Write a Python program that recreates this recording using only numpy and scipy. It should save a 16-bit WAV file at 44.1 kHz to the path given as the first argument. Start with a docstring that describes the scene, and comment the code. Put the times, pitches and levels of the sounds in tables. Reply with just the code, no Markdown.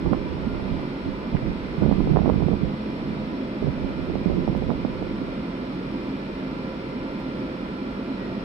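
"""A covered, curved platform where an electric train stands still, heard from a hand-held phone with two ports.
Its fans drone as noise shaped by duct resonances, with unsteady blade tones; its converters sing in thin tones,
spread by the canopy and the wall. For the first five seconds gusts buffet the right port: shaped turbulence with
short pressure swings as knocks and a few shaken cycles as thumps. Two brief whines and two faint ticks pass."""
import sys
import numpy as np
from scipy import signal
from scipy.fft import rfft, irfft
from scipy.io import wavfile
from scipy.ndimage import uniform_filter1d

SR = 44100
rng = np.random.default_rng(int(sys.argv[2]) if len(sys.argv) > 2 else 0)


def transcribe(signal):
    """Save signal, clipped to [-1, 1], as a 16-bit WAV file at the path in sys.argv[1]."""
    frames = np.atleast_2d(signal).T
    limited = np.clip(frames, -1, 1)
    pcm = np.round(limited * 32767).astype(np.int16)
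    wavfile.write(sys.argv[1], SR, pcm)


N = 372204
TIME = np.arange(N) / SR  # s
FREQ = np.maximum(np.fft.rfftfreq(N, 1 / SR), 1)  # Hz

# Broad fan noise along the train, before ducts and trim. Each row: frequency [Hz], density [dB per Hz].
FAN_NOISE = [(22, -68), (55, -61.5), (95, -69.5), (160, -61.5), (250, -58), (450, -66), (750, -75),
             (1400, -78), (1750, -78), (2800, -82), (4000, -86), (5480, -92.5), (5700, -99.5),
             (6300, -106.5), (9400, -109.5), (10100, -114), (12600, -115), (15400, -120)]
# Duct and blade resonances standing out of it. Each row: frequency [Hz], width [Hz], lift [dB].
DUCT_RESONANCES = [(133, 18, 5.5), (182.3, 16, 2), (207, 24, 3.5), (259, 40, 3.5), (353, 110, 5),
                   (470, 10, 0), (532.2, 27, 5.5), (610, 60, 5.5), (679, 28, 3.5), (726, 21, 1.5),
                   (830, 14, 6), (897, 57, 7), (991, 38, 9), (1155, 21, 6), (1285, 100, 4.5),
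                   (2044, 58, 3.5), (2410, 84, 7), (7900, 170, 3.5), (9240, 650, 2)]
# Likeness of the train's noise at the two ports. Each row: frequency [Hz], likeness [clipped to 0-1].
PORT_LIKENESS = [(60, 2), (300, 4), (450, 2), (750, 0.04), (1200, -0.45), (1700, 0.39), (2300, 0.24),
                 (5000, 0.22), (15000, -0.4)]
# Balance of the train's noise. Each row: frequency [Hz], left minus right [dB].
PORT_TILT = [(60, -0.5), (110, -4.5), (200, -3), (380, -1), (700, -2.5), (1290, -5.5), (2380, 2.5),
             (4400, -2.5), (8120, -1), (15000, -3.5)]
# Blade tones of the fans. Each row: frequency [Hz], level [dB].
BLADE_TONES = [(142, -50), (180, -46.5), (196, -46.5), (216, -42.5), (264, -42.5), (273, -45.5), (513, -49),
               (532, -52), (674, -56.5), (970, -60.5), (1011, -56.5), (1192, -64), (2021, -65), (2055, -62),
               (2358, -61.5)]
# Steady tones of the converters. 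Each row: frequency [Hz], level [dB].
STEADY_TONES = [(1735, -67), (2116, -65), (2215, -70.5), (2696, -82.5), (3324, -67), (4129, -72),
                (4230, -68), (4331, -76), (5036, -80.5), (5137, -78), (5238, -72), (5348, -76), (5398, -72),
                (5422, -75.5), (5438, -76), (5472, -80), (5522, -77), (5539, -81.5), (6144, -93),
                (6346, -93), (6447, -94), (8022, -92.5), (8048, -92), (8460, -99), (8561, -96.5),
                (9187, -96)]
# Converter tones that grow with the load. Each row: frequency [Hz], level at 0 dB load [dB].
LOAD_TONES = [(1336, -63), (1362, -64.5), (1386, -59)]
# Swell of the load. Each row: time [s], load [dB].
LOAD_SWELL = [(0, -16.5), (4, -11.5), (5, 3), (5.9, 1), (6.8, 5), (7.6, 5.5), (8.4, 5)]
# Converter tones that give way to the load. Each row: frequency [Hz], level at 0 dB load [dB],
# loss [dB per dB of load].
IDLE_TONES = [(1406, -63.5, 0.51), (1459, -61, 0.24)]
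# Two faint, short whines. Each row: middle [s], length [s], pitch [Hz], level at the middle [dB].
WHINES = [(8.16, .22, 4025, -60), (8.25, .34, 1918, -53)]
# Light draught along the platform, at the right port. Each row: time [s], level before trim [dB].
DRAUGHT = [(0, -30), (0.75, -27.5), (1.0, -44.5), (1.65, -35), (2.8, -45.5), (3.15, -32), (3.5, -50),
           (3.8, -32), (4.9, -32.5), (5.3, -36), (5.6, -63)]
# Gusts on the right port, which faces the wind. Each row: start [s], length [s], level before trim [dB].
GUSTS = [(0.062, 0.069, -21), (0.70, 0.035, -26), (1.06, 0.05, -27.5), (1.338, 0.023, -22),
         (1.46, 0.051, -25), (1.82, 0.72, -20.5), (2.63, 0.034, -22.5), (3.635, 0.054, -23),
         (3.82, 0.04, -28.5), (4.09, 0.098, -28.5), (4.28, 0.12, -22.5), (4.475, 0.26, -26.5)]
# A gust curling round to the left port. Each row: start [s], length [s], level before trim [dB].
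LEE_GUSTS = [(2.06, 0.042, -25.5)]
# Colour of the wind noise at the port, with a dip near 110 Hz. Each row: frequency [Hz], relative level [dB].
TURBULENCE = [(22, -10.5), (45, -3.5), (85, -4.5), (112, -11.5), (155, -0.5), (250, -6.5), (380, -8),
              (600, -22), (900, -28.5), (1400, -44.5), (2500, -66.5)]
# Small, hard eddies knocking on the right port. Each row: time [s], peak before trim [dB], centre [Hz],
# ring after it [0-1].
BUFFETS = [(0.062, -15, 438, 0.7), (0.130, -8.5, 367, 0.7), (0.1337, -9, 630, .25),
           (0.148, -16.5, 560, 0.4), (0.548, -19, 500, 0.1), (0.598, -22, 550, 0), (0.795, -21, 520, 0.3),
           (1.351, -15.5, 440, 0.26), (1.425, -18, 450, 0.5), (1.8234, -6, 312, 1), (1.835, -18, 620, .2),
           (1.843, -18, 430, 0.4), (1.8632, -10, 380, .7), (1.896, -16, 400, .3), (1.9105, -20, 400, 0.4),
           (1.9142, -8, 418, 1), (1.9257, -15, 600, 0.6), (2.006, -14, 472, 0.4), (2.074, -11, 392, .9),
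           (2.136, -17, 450, .3), (2.156, -17, 420, 0.3), (2.1615, -9.5, 600, 0.1), (2.171, -5, 525, .55),
           (2.19, -10, 500, 0.2), (2.219, -13.5, 390, 0.6), (2.247, -18, 450, .3), (2.2596, -9.5, 450, 0.4),
           (2.279, -5, 330, .8), (2.2930, -8.5, 480, 0.8), (2.2994, -4.5, 490, .2), (2.338, -19, 420, 0.3),
           (2.406, -18, 400, .4), (2.4232, -12.5, 430, .5), (2.485, -9.5, 358, 0.2), (2.532, -18, 470, 0.2),
           (3.626, -16, 290, .9), (3.672, -14, 350, .4), (4.058, -25, 330, .3), (4.100, -19.5, 380, .8),
           (4.156, -10.5, 360, 0.5), (4.2602, -8.5, 275, 0.9), (4.3002, -12.5, 400, 0.8),
           (4.309, -20, 470, 0.2), (4.318, -13, 360, .5), (4.329, -23, 380, .9), (4.392, -16, 270, 0.7),
           (4.478, -10, 440, .45), (4.487, -18, 390, 0.5), (4.551, -15, 480, 0.3), (4.623, -12.5, 370, 0.4),
           (4.696, -15, 360, 0.5), (4.7043, -12.5, 620, 0.6), (4.718, -13, 430, 0.3),
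           (4.8502, -8.5, 434, 0.8), (5.026, -16, 430, 0.6)]
# Big, slow eddies thumping on the right port. Each row: time [s], peak before trim [dB], pitch [Hz].
THUMPS = [(0.076, -15, 140), (0.121, -6, 168), (0.469, -12, 218), (1.347, -9.5, 158), (1.429, -14, 150),
          (1.784, -10.5, 170), (1.841, -7, 159), (1.856, -8, 159), (1.887, -7, 184), (1.924, -8, 219),
          (2.001, -15, 186), (2.076, -10, 197), (2.115, -4.5, 159), (2.149, -5, 155), (2.207, -6, 177),
          (2.287, -9.5, 170), (2.362, -11, 161), (2.429, -10, 142), (2.465, -8, 188), (2.635, -9.5, 177),
          (3.645, -8.5, 166), (3.685, -7.5, 135), (4.12, -19, 130), (4.275, -14, 119), (4.339, -19, 150),
          (4.499, -10, 156), (4.562, -13.5, 190), (4.637, -17, 140), (4.71, -11.5, 224)]
# Tiny high ticks. Each row: time [s], strike level before the treble filter and halving [dB].
TICKS = [(4.574, -47), (7.2015, -51)]

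PORT_LAG_S = .00031  # the part of the train's noise common to both ports reaches the left this much later
GUST_ATTACK_S, GUST_RELEASE_S = 0.02, 0.027  # time constants shared by all gusts
LEE_DB = -21  # the left port lies in the lee and gets this share of the wind
# lesser eddies: number a second, peak over the wind's level before trim and its spread
EDDY_RATE, EDDY_DB, EDDY_SPREAD_DB = 20, -2, 3
EDDY_HZ, EDDY_SPREAD_OCT = 394, 0.64  # their centre and its spread in octaves
TOP_HZ = 15600  # upper edge of the phone's band


def fans(drone_db=0.1, swell_db=0.43, hiss_swell_db=0.32, split_hz=900):
    """Air noise through resonant ducts; the bass is alike at both ports, the treble comes from all sides."""
    db = spectrum(FAN_NOISE)
    for hz, width, lift in DUCT_RESONANCES:
        db = db + lift / (1 + (2 * (FREQ - hz) / width) ** 2)
    gain = undb(db + drone_db) * np.sqrt(SR / 2)
    alike = np.clip(spectrum(PORT_LIKENESS), 0, 1)
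    common = white() * np.sqrt(alike)
    delayed = common * np.exp(-2j * np.pi * FREQ * PORT_LAG_S)
    half_tilt = spectrum(PORT_TILT) / 2
    left = (delayed + white() * np.sqrt(1 - alike)) * undb(half_tilt)
    right = (common + white() * np.sqrt(1 - alike)) * undb(-half_tilt)
    air = np.array([left * canopy(), right * canopy()]) * gain
    low = 1 / (1 + (FREQ / split_hz) ** 2)
    # the drone throbs a little, the hiss swells more slowly
    drone = irfft(air * low, N) * undb(swell_db * walk(13))
    hiss = irfft(air * (1 - low), N) * undb(hiss_swell_db * walk(2.4))
    return drone + hiss


def canopy(count=40):
    """Response of weak reflections off canopy, wall and cars: they ripple the treble most."""
    echoes = np.zeros(N)
    lags = rng.uniform(.004, .045, size=count)  # s
    echoes[(lags * SR).astype(int)] = .045 * rng.standard_normal(count)
    return 1 + rfft(echoes) * FREQ / (FREQ + 900)


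def blades(diffuse_hz=600, fade_db=1.3, fade_rate=1.79):
    """Unsteady blade tones, each fading on its own; long waves are the same at both ports."""
    out = np.zeros((2, N))
    for hz, db in BLADE_TONES:
        pair = tone(hz, waver_rate=6, scatter=0.87) * unit(undb(fade_db * walk(fade_rate)))
        out += undb(db) * (pair if hz > diffuse_hz else pair[0])
    return out


def converters():
    """Switching tones from the coils under the cars; some grow with the load and some give way."""
    load_db = curve(LOAD_SWELL)
    constant = sum(undb(db) * tone(hz, waver_rate=4, scatter=0.55) for hz, db in STEADY_TONES)
    loaded = sum(undb(db) * tone(hz, waver_rate=3.2, scatter=0.23) for hz, db in LOAD_TONES)
    idle = np.zeros((2, N))
    for hz, db, loss in IDLE_TONES:
        idle += undb(db - loss * load_db) * tone(hz, waver_rate=5, scatter=1.0)
    return constant + loaded * undb(load_db) + idle


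def whine():
    """Brief thin squeaks: wavering tones under a half-ellipse swell."""
    out = np.zeros((2, N))
    for middle, length, hz, db in WHINES:
        swell = np.sqrt(np.clip(1 - (2 * (TIME - middle) / length) ** 2, 0, 1))
        out += undb(db) * swell * tone(hz, waver_rate=20, scatter=0.55)
    return out


def wind(gust_db, wind_db, flutter_db=3.0, rasp_db=7.0, rasp_hz=420, rasp_level_db=-3.0, brighten=0.042,
         strong_db=-16, deep_hz=110, rumble_db=-1.7, deep_db=-4.0, deep_growth=0.96):
    """Turbulence at one port; small eddies spurt and outgrow the rumble, the deepest heaves more slowly."""
    flow = white() * undb(spectrum(TURBULENCE)) / (1 + (FREQ / 3000) ** 4)
    flow = flow / np.std(irfft(flow, N))
    large = 1 / (1 + (FREQ / rasp_hz) ** 4)
    deep = 1 / (1 + (FREQ / deep_hz) ** 6)
    over_db = gust_db - strong_db
    flutter = unit(undb(flutter_db * walk(45)))
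    rumble = even_out(irfft(flow * large * (1 - deep), N), window_s=0.03) * flutter * undb(rumble_db)
    heave = even_out(irfft(flow * deep, N), window_s=0.12) * undb(deep_db + (deep_growth - 1) * over_db)
    spurts = unit(undb(rasp_db * walk(130)))
    rasp = irfft(flow * (1 - large), N) * spurts * undb(rasp_level_db + brighten * over_db)
    return (heave + rumble + rasp) * undb(gust_db + wind_db)


def gust_power(gusts):
    """Power of gusts that build, hold and die away exponentially."""
    power = np.zeros(N)
    for start, length, db in gusts:
        early = np.maximum(start - TIME, 0)
        late = np.maximum(TIME - start - length, 0)
        power += (undb(db) * np.exp(-early / GUST_ATTACK_S - late / GUST_RELEASE_S)) ** 2
    return power


def thumps(thump_db=-3.0, build_s=0.0037, fade_s=0.009, heave_db=-17, heave_hz=38):
    """Each big eddy shakes the air at the port for a few cycles, over one deep heave of pressure."""
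    out = np.zeros(N)
    for (s, db, hz), turn in zip(THUMPS, rng.uniform(size=len(THUMPS))):
        near, age = around(s)
        envelope = np.exp(-(age / np.where(age < 0, build_s, fade_s)) ** 2)
        shake = np.sin(2 * np.pi * (hz * age + turn)) * envelope
        heave = undb(heave_db) * swing(2 * np.pi * heave_hz * age)
        out[near] += undb(db + thump_db) * (shake + heave)
    return out


def buffets(rows, knock_db=-0.5, ring_hz=175, glide_s=0.0016, ring_s=0.01, edge_db=-27, edge_ratio=1.7,
            shred_db=-17, build_s=.003, shred_s=0.0094, count=4096):
    """Each small eddy pulls and pushes the air once, then rings with a fast glide to ring_hz and a ragged tail."""
    out = np.zeros(N)
    for s, db, hz, ring in rows:
        near, age = around(s)
        angle, after = 2 * np.pi * hz * age, np.maximum(age, 0)
        # the second, quicker swing steepens the edge
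        pull_push = swing(angle) + undb(edge_db) * swing(edge_ratio * angle)
        # phase of a ring gliding from the eddy's centre to ring_hz
        turns = ring_hz * after + (hz - ring_hz) * glide_s * (1 - np.exp(-after / glide_s))
        onset = 1 - np.exp(-(np.pi * hz * after) ** 2)
        wake = np.sin(2 * np.pi * turns) * onset * np.exp(-after / ring_s)
        band = signal.butter(3, [hz / 2, hz * 1.6], "band", fs=SR, output="sos")
        shred = unit(signal.sosfilt(band, np.resize(rng.standard_normal(count), len(age))))
        shred = shred * np.exp(-np.abs(age) / np.where(age < 0, build_s, shred_s))
        knock = pull_push + np.clip(ring, 0, 1) * wake + undb(shred_db) * shred
        out[near] += undb(db + knock_db) * knock
    return out


def eddies(gust_db, count=400, hardest_db=-20, ring=0.29):
    """Lesser eddies at random moments, as buffet rows; their strength follows the wind up to a ceiling."""
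    times = np.cumsum(rng.exponential(size=count)) / EDDY_RATE
    strength, pitch = rng.standard_normal((count, 2)).T
    carried_db = np.interp(times, TIME, gust_db) + EDDY_DB + EDDY_SPREAD_DB * strength
    db = np.minimum(carried_db, hardest_db)
    hz = EDDY_HZ * 2 ** (EDDY_SPREAD_OCT * pitch)
    rows = np.column_stack([times, db, hz, np.full(count, ring)])
    return rows[times < TIME[-1]]


def ticks(decay_s=.002, tail_db=-17, tail_s=.025, edge_hz=7500):
    """Faint dry ticks: bursts of treble noise, each with a short tail."""
    strikes = np.zeros(N)
    for s, db in TICKS:
        age = np.abs(TIME - s)
        decay = np.exp(-age / decay_s) + undb(tail_db) * np.exp(-age / tail_s)
        strikes += undb(db) * decay * (TIME >= s)
    treble = signal.butter(2, min(edge_hz, SR / 3), "high", fs=SR, output="sos")
    return signal.sosfilt(treble, strikes * rng.standard_normal((2, N)) / 2)


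def tone(hz, waver_rate, scatter):
    """A tone at both ports, a quarter turn apart, with reflections that waver in level and phase."""
    carrier = np.exp(1j * (2 * np.pi * hz * TIME + rng.uniform(0, 2 * np.pi)))
    ports = []
    for direct in (1, 1j):
        reflected = walk(waver_rate) + 1j * walk(waver_rate)
        ports.append(carrier * (direct + scatter * reflected))
    return unit(np.real(ports))


def swing(angle):
    """One pull and push of pressure, peak 1."""
    return angle * np.exp(.5 - .5 * angle ** 2)


def around(s):
    """The samples within 60 ms of a moment, and their time from it in seconds."""
    near = slice(*np.searchsorted(TIME, [s - .06, s + .06]))
    return near, TIME[near] - s


def even_out(x, window_s):
    """Noise divided by its running rms, so that its level holds near 1."""
    return x / np.sqrt(uniform_filter1d(x ** 2, max(int(window_s * SR), 8)))


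def walk(rate):
    """Smooth random motion of spread about 1 that changes about rate times a second."""
    coarse = signal.resample_poly(rng.standard_normal(int(N / SR * rate) + 4), 8, 1)
    return np.interp(TIME * rate * 8, np.arange(len(coarse)), coarse)


def white():
    """Spectrum of fresh white noise."""
    return rfft(rng.standard_normal(N))


def spectrum(rows):
    """Rows (Hz, value) joined on a log-frequency axis."""
    hz, value = np.transpose(rows)
    return np.interp(np.log(FREQ), np.log(hz), value)


def curve(rows):
    """Rows (s, value) joined by straight lines."""
    return np.interp(TIME, *np.transpose(rows))


def unit(x):
    """Scale to rms 1."""
    return x / np.sqrt(np.mean(np.abs(x) ** 2))


def undb(db):
    """Decibels to gain."""
    return 10 ** (np.asarray(db) / 20)


def scene():
    """The standing train, with the wind full on the right port and weak on the left."""
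    windward = undb(curve(DRAUGHT)) ** 2 + gust_power(GUSTS)
    lee = windward * undb(LEE_DB) ** 2 + gust_power(LEE_GUSTS)
    left_db, right_db = 10 * np.log10([lee, windward])
    knocks = thumps() + buffets(BUFFETS) + buffets(eddies(right_db))
    breeze = np.array([wind(left_db, wind_db=1.0), wind(right_db, wind_db=0.5) + knocks])
    train = fans() + blades() + converters()
    return train + whine() + breeze + ticks()


def record(dry, ceiling=1.2):
    """The phone drops the deepest rumble, rounds the loudest peaks and cuts the top."""
    rumble_cut = signal.butter(2, 18, "high", fs=SR, output="sos")
    sound = signal.sosfilt(rumble_cut, dry)
    sound = ceiling * np.tanh(sound / ceiling)
    top_cut = signal.ellip(10, .2, 80, TOP_HZ, fs=SR, output="sos")
    return signal.sosfilt(top_cut, sound)


dry = scene()
out = record(dry)
transcribe(out)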